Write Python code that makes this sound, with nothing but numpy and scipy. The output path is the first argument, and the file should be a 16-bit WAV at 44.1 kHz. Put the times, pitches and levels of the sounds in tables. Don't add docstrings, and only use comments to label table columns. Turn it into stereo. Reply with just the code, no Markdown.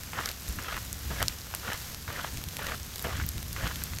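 import sys
import numpy as np
from scipy import signal
from scipy.fft import rfft, irfft
from scipy.io import wavfile
from scipy.ndimage import uniform_filter1d

SR = 44100
rng = np.random.default_rng(int(sys.argv[2]) if len(sys.argv) > 2 else 0)


def int16_out(signal):
    q = np.round(np.clip(np.atleast_2d(signal).T, -1, 1) * 32767)
    wavfile.write(sys.argv[1], SR, q.astype(np.int16))


N = 176400
T = np.arange(N) / SR
LEFT_LAG_SAMPLES = round(.00011 * SR)
TICK_DECAY_S, TICK_TAIL_DB, RAIN_PAN_DB = .0009, 1.5, -2

# pitch_hz, level_db
TICK_TONE = [(500, 10), (2600, 3.5), (7500, 3.5), (10000, 1.5), (12800, 10.5), (16000, -8)]


def soles(grains_per_s=3000, treble_above_hz=1160, brighten_db=2.5):
    # start_s, length_s, roll_db, heel_db, press_s, press_db, press_half_width_s, heel_treble_db
    steps = [(.13, .185, -36.5, -35, .195, -32.5, .014, -3), (.588, .2, -39, -40, .725, -35, .035, -2),
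             (1.102, .15, -42, -30.5, 1.217, -29, .012, -5),
             (1.627, .148, -39.5, -41, 1.698, -28.5, .021, 0),
             (2.075, .21, -37.5, -33.5, 2.195, -37, .03, -2),
             (2.586, .166, -36.5, -35, 2.67, -33.5, .028, 2),
             (3.041, .185, -36.5, -29.5, 3.11, -37, .035, -6),
             (3.562, .165, -41, -35.5, 3.657, -32.5, .019, 4)]
    # pitch_hz, level_db
    sole_tone = [(120, -4), (350, -8), (540, -2), (800, -5), (1450, 0.5), (1900, 1), (2400, -6), (3100, -3),
                 (4500, -13), (15000, -48)]
    # pitch_hz, level_db
    scuff_tone = [(800, -8), (2600, 6), (6500, 2), (10000, -9), (13000, -4), (15500, -18)]
    attack_s, release_s, heel_decay_s, heel_tone_s = .005, .022, .035, .06
    power, slide, treble_db = np.zeros((3, N))
    for start, length, roll_db, heel_db, press_s, press_db, width, heel_treble_db in steps:
        age = np.maximum(T - start, 0)
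        roll = np.clip(age / attack_s, 0, 1) * np.clip((length - age) / release_s + .5, 0, 1)
        heel = undb(heel_db) * np.exp(-age / heel_decay_s)
        press_power = undb(press_db) ** 2 * bump(press_s, width)
        power += roll ** 2 * (undb(roll_db) ** 2 + heel ** 2 + press_power)
        slide += bump(start + .63 * length, half_width_s=.07)
        toe_db = brighten_db * (age / length - .5)
        treble_db += (roll > 0) * (toe_db + heel_treble_db * np.exp(-age / heel_tone_s))
    grit = spread(grains(grains_per_s, spread_db=3.9), diffuse=.45)
    grit = flicker(colour(grit, sole_tone), depth_db=2, per_s=40)
    dull = signal.sosfiltfilt(signal.butter(2, treble_above_hz, fs=SR, output="sos"), grit)
    grit = dull * undb(-treble_db / 2) + (grit - dull) * undb(treble_db / 2)
    fine_grit = spread(grains(grains_per_s, spread_db=3.9), diffuse=1)
    scuff = undb(-44.5) * slide * colour(fine_grit, scuff_tone)
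    clumps = unit(undb(1.75 * wander(per_s=190)))
    return (undb(-1.8) * np.sqrt(power) * clumps * grit + scuff) * pan(-3.5)


def knocks(usual_hz=1580, usual_db=-25.5, octaves_per_db=.1):
    # start_s, level_db
    blows = [(.133, -25), (.1895, -20.5), (.2365, -28), (.5875, -26), (.6455, -28), (.7675, -25),
             (.777, -25), (1.2175, -18.5), (1.297, -31), (1.3225, -32), (1.5395, -24), (1.68, -25),
             (2.0795, -26), (2.2465, -20.5), (2.5925, -25), (2.7205, -25), (3.0435, -22), (3.1995, -26),
             (3.2135, -26), (3.238, -30), (3.5635, -25), (3.6695, -28), (3.7125, -26), (3.791, -32),
             (3.8195, -27), (3.869, -32), (3.9345, -28)]
    out = np.zeros((2, N))
    for start, db in blows:
        hz = usual_hz * 2 ** (octaves_per_db * (usual_db - db))
        knock = hit(hz, width_oct=1.3, tone_db=0, decay_s=.0046, tail_db=-1, order=2)
        add(out, start, undb(db) * pan(-6) * knock)
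    out[0] = np.roll(out[0], LEFT_LAG_SAMPLES)
    return out


def planks(blows, ring_db=-17.5):
    # pitch_hz, level_db, ring_s (time to fade by 60 dB)
    notes = [(507, 0.5, 0.037), (1344, -23, 0.032), (1480, 4, 0.063), (1784, 10, 0.017)]
    t = T[:8192]
    board = sum(undb(db - 60 * t / ring_s) * np.sin(2 * np.pi * hz * t) for hz, db, ring_s in notes)
    ring = signal.fftconvolve(blows, board[None], axes=1)[:, :N]
    return blows + undb(ring_db) * np.std(blows) * unit(ring)


def ticks(claw_hz=3960, claw_width_oct=1.3, gain_db=-1):
    # start_s, level_db
    claws = [(.035, -29), (.2892, -24), (.2918, -26), (.3147, -28), (.481, -30), (1.7324, -25),
             (1.9465, -28), (2.3728, -27), (2.4395, -26), (2.487, -28), (2.5685, -23), (2.6681, -25),
             (2.9588, -26), (2.982, -29), (2.9945, -26), (3.3807, -28), (3.429, -29), (3.676, -27),
             (3.7585, -25), (3.9863, -26)]
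    # start_s, level_db, pitch_hz, width_octaves, pan_db
    snaps = [(.2586, -19.5, 4500, .8, -3), (.4884, -27, 9500, .7, 7), (.929, -23, 8200, .42, 0),
             (1.2276, -14, 2900, 1.4, 11), (1.2824, -13.5, 5300, .58, -1), (1.5493, -19, 7500, 1.6, 14),
             (3.0249, -25, 13500, .7, 12), (3.2645, -24, 15500, .17, 5), (3.2898, -20.5, 8200, .8, 0),
             (3.5299, -26, 9000, 1.3, 5), (3.8378, -19, 9000, .8, 0)]
    out, tone = np.zeros((2, N)), curve(TICK_TONE)
    for start, db in claws:
        add(out, start, undb(db + gain_db) * pan(-3) * hit(claw_hz, claw_width_oct, tone))
    for start, db, hz, width, pan_db in snaps:
        add(out, start, undb(db + gain_db) * pan(pan_db) * hit(hz, width, tone))
    return out


def thuds(pitch_hz=62, rise_s=.011):
    # start_s, peak_db
    loads = [(.488, -29.5), (2.371, -31), (3.633, -23.5)]
    out, t = np.zeros((2, N)), T[:8192]
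    swing = t / rise_s * np.exp(1 - t / rise_s) * np.sin(2 * np.pi * pitch_hz * t)
    for start, db in loads:
        add(out, start, undb(db) * swing[None])
    return out


def paws():
    # pitch_hz, level_db
    paw_tone = [(200, -4), (600, 4), (1600, 2.5), (3000, 2.5), (6000, 1.5), (15000, -21)]
    taps = spread(grains(per_s=90, spread_db=3.5), diffuse=.41)
    return undb(-53.5) * pan(-6) * colour(taps, paw_tone)


def splashes(per_s=28, middle_hz=6900):
    out, tone = np.zeros((2, N)), curve(TICK_TONE)
    for when, softness, pitch, side in rng.random((int(per_s * N / SR), 4)):
        db = -39 - 2 * np.log(softness + .041)
        hz = middle_hz * 2 ** (2 * pitch - 1)
        drop = hit(hz, width_oct=.59, tone_db=tone)
        add(out, when * N / SR, undb(db) * pan(RAIN_PAN_DB + 10 * (side - .5)) * drop)
    return out


def drizzle(waver_db=.62):
    # pitch_hz, level_db
    rain_tone = [(150, 8), (300, 3), (500, 2), (900, -0.5), (1600, 3), (2500, 0.5), (4200, 2), (6500, 2.5),
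                 (8000, -2), (10000, -5), (11300, -2.5), (12700, 3.5), (14200, -4), (15700, -6),
                 (16300, -38)]
    far = undb(-41.5) * colour(spread(noise(), diffuse=1), rain_tone)
    drops = spread(grains(per_s=900, spread_db=5), diffuse=.52)
    near = undb(-47) * colour(drops, rain_tone)
    return (far + near) * pan(RAIN_PAN_DB) * undb(waver_db * wander(per_s=12))


def rumble(floor_db=-45.5, smooth_s=.066):
    # peak_s, half_width_s, level_db
    swells = [(.5, 0.015, -39.5), (.58, 0.019, -37), (.76, 0.024, -42), (.91, 0.074, -43),
              (1.1, 0.032, -33), (1.235, 0.035, -34), (2.085, 0.0089, -38), (2.36, 0.036, -38),
              (2.47, 0.012, -38), (2.69, 0.054, -42.5), (2.84, 0.028, -42.5), (3.055, 0.0072, -33),
              (3.21, 0.051, -31.5), (3.37, 0.013, -33.5), (3.52, 0.11, -39.5), (3.648, 0.014, -33.5),
              (3.79, 0.052, -39.5), (3.94, 0.023, -36)]
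    # pitch_hz, level_db
    rumble_tone = [(20, -16), (35, -9), (50, -6), (66, 2.5), (95, -1.5), (135, -6.5), (200, -11.5),
                   (300, -20.5), (500, -38), (1200, -59.5)]
    power = undb(floor_db) ** 2 + sum(undb(db) ** 2 * bump(s, width) for s, width, db in swells)
    low = colour(spread(noise(), diffuse=.085), rumble_tone)
    steady = low / np.sqrt(uniform_filter1d(np.mean(low ** 2, axis=0), int(smooth_s * SR)))
    return np.sqrt(power) * steady


def hit(hz, width_oct, tone_db, decay_s=TICK_DECAY_S, tail_db=TICK_TAIL_DB, order=1, size=2048):
    octaves = np.log2((np.fft.rfftfreq(size, 1 / SR) + 1) / hz)
    body = response(tone_db - 20 * order * np.log10(1 + (octaves / width_oct) ** 2))
    tail = rng.standard_normal((2, size)) * np.exp(-T[:size] / decay_s)
    tail[:, 0] = 0
    push = undb(tail_db) * tail / np.sqrt(np.sum(tail ** 2, axis=1, keepdims=True))
    push[:, 0] += 1
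    sound = signal.fftconvolve(push, body[None], axes=1)
    return sound * np.sqrt(SR / 1000 / np.sum(sound ** 2, axis=1, keepdims=True))


def grains(per_s, spread_db):
    size = undb(spread_db * np.minimum(rng.exponential(size=(3, N)), 4.5))
    return unit((rng.random((3, N)) < per_s / SR) * size * rng.choice([-1, 1], (3, N)))


def noise():
    return rng.standard_normal((3, N))


def wander(per_s):
    hold = int(SR / per_s)
    return 1.73 * uniform_filter1d(np.repeat(rng.standard_normal(N // hold + 1), hold), hold)[:N]


def flicker(x, depth_db, per_s, count=24):
    centres = np.log(np.geomspace(300, 5000, count))
    log_hz, spectrum = np.log(np.fft.rfftfreq(N, 1 / SR) + 1), rfft(x)
    bands = (irfft(spectrum * np.interp(log_hz, centres, pick), N) for pick in np.eye(count))
    return unit(sum(band * undb(depth_db * wander(per_s)) for band in bands))


def bump(peak_s, half_width_s):
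    return np.exp(-.5 * ((T - peak_s) / half_width_s) ** 2)


def curve(points, size=2048):
    hz, db = np.array(points, float).T
    return np.interp(np.log(np.fft.rfftfreq(size, 1 / SR) + 1), np.log(hz), db)


def response(db):
    cepstrum = irfft(np.log(undb(db)))
    half = len(cepstrum) // 2
    cepstrum[1:half] *= 2
    cepstrum[half + 1:] = 0
    return irfft(np.exp(rfft(cepstrum)))


def colour(x, points):
    return unit(signal.fftconvolve(x, response(curve(points, 8192))[None], axes=1)[:, :N])


def spread(three, diffuse):
    shared = np.array([np.roll(three[0], LEFT_LAG_SAMPLES), three[0]])
    return np.sqrt(1 - diffuse) * shared + np.sqrt(diffuse) * three[1:]


def pan(db):
    return unit(undb(np.array([[db], [-db]]) / 2))


def undb(db):
    return 10 ** (np.asarray(db) / 20)


def unit(x):
    return x / np.sqrt(np.mean(x ** 2) + 1e-18)


def add(out, start_s, sound):
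    i = int(np.clip(start_s * SR, 0, N - 1))
    out[:, i:i + sound.shape[1]] += sound[:, :N - i]


def scene():
    return planks(soles() + knocks() + paws()) + thuds() + ticks() + drizzle() + rumble() + splashes()


def record(dry, top_hz=16700):
    return signal.sosfilt(signal.ellip(8, .2, 70, top_hz, fs=SR, output="sos"), dry)


dry = scene()
out = record(dry)
int16_out(out)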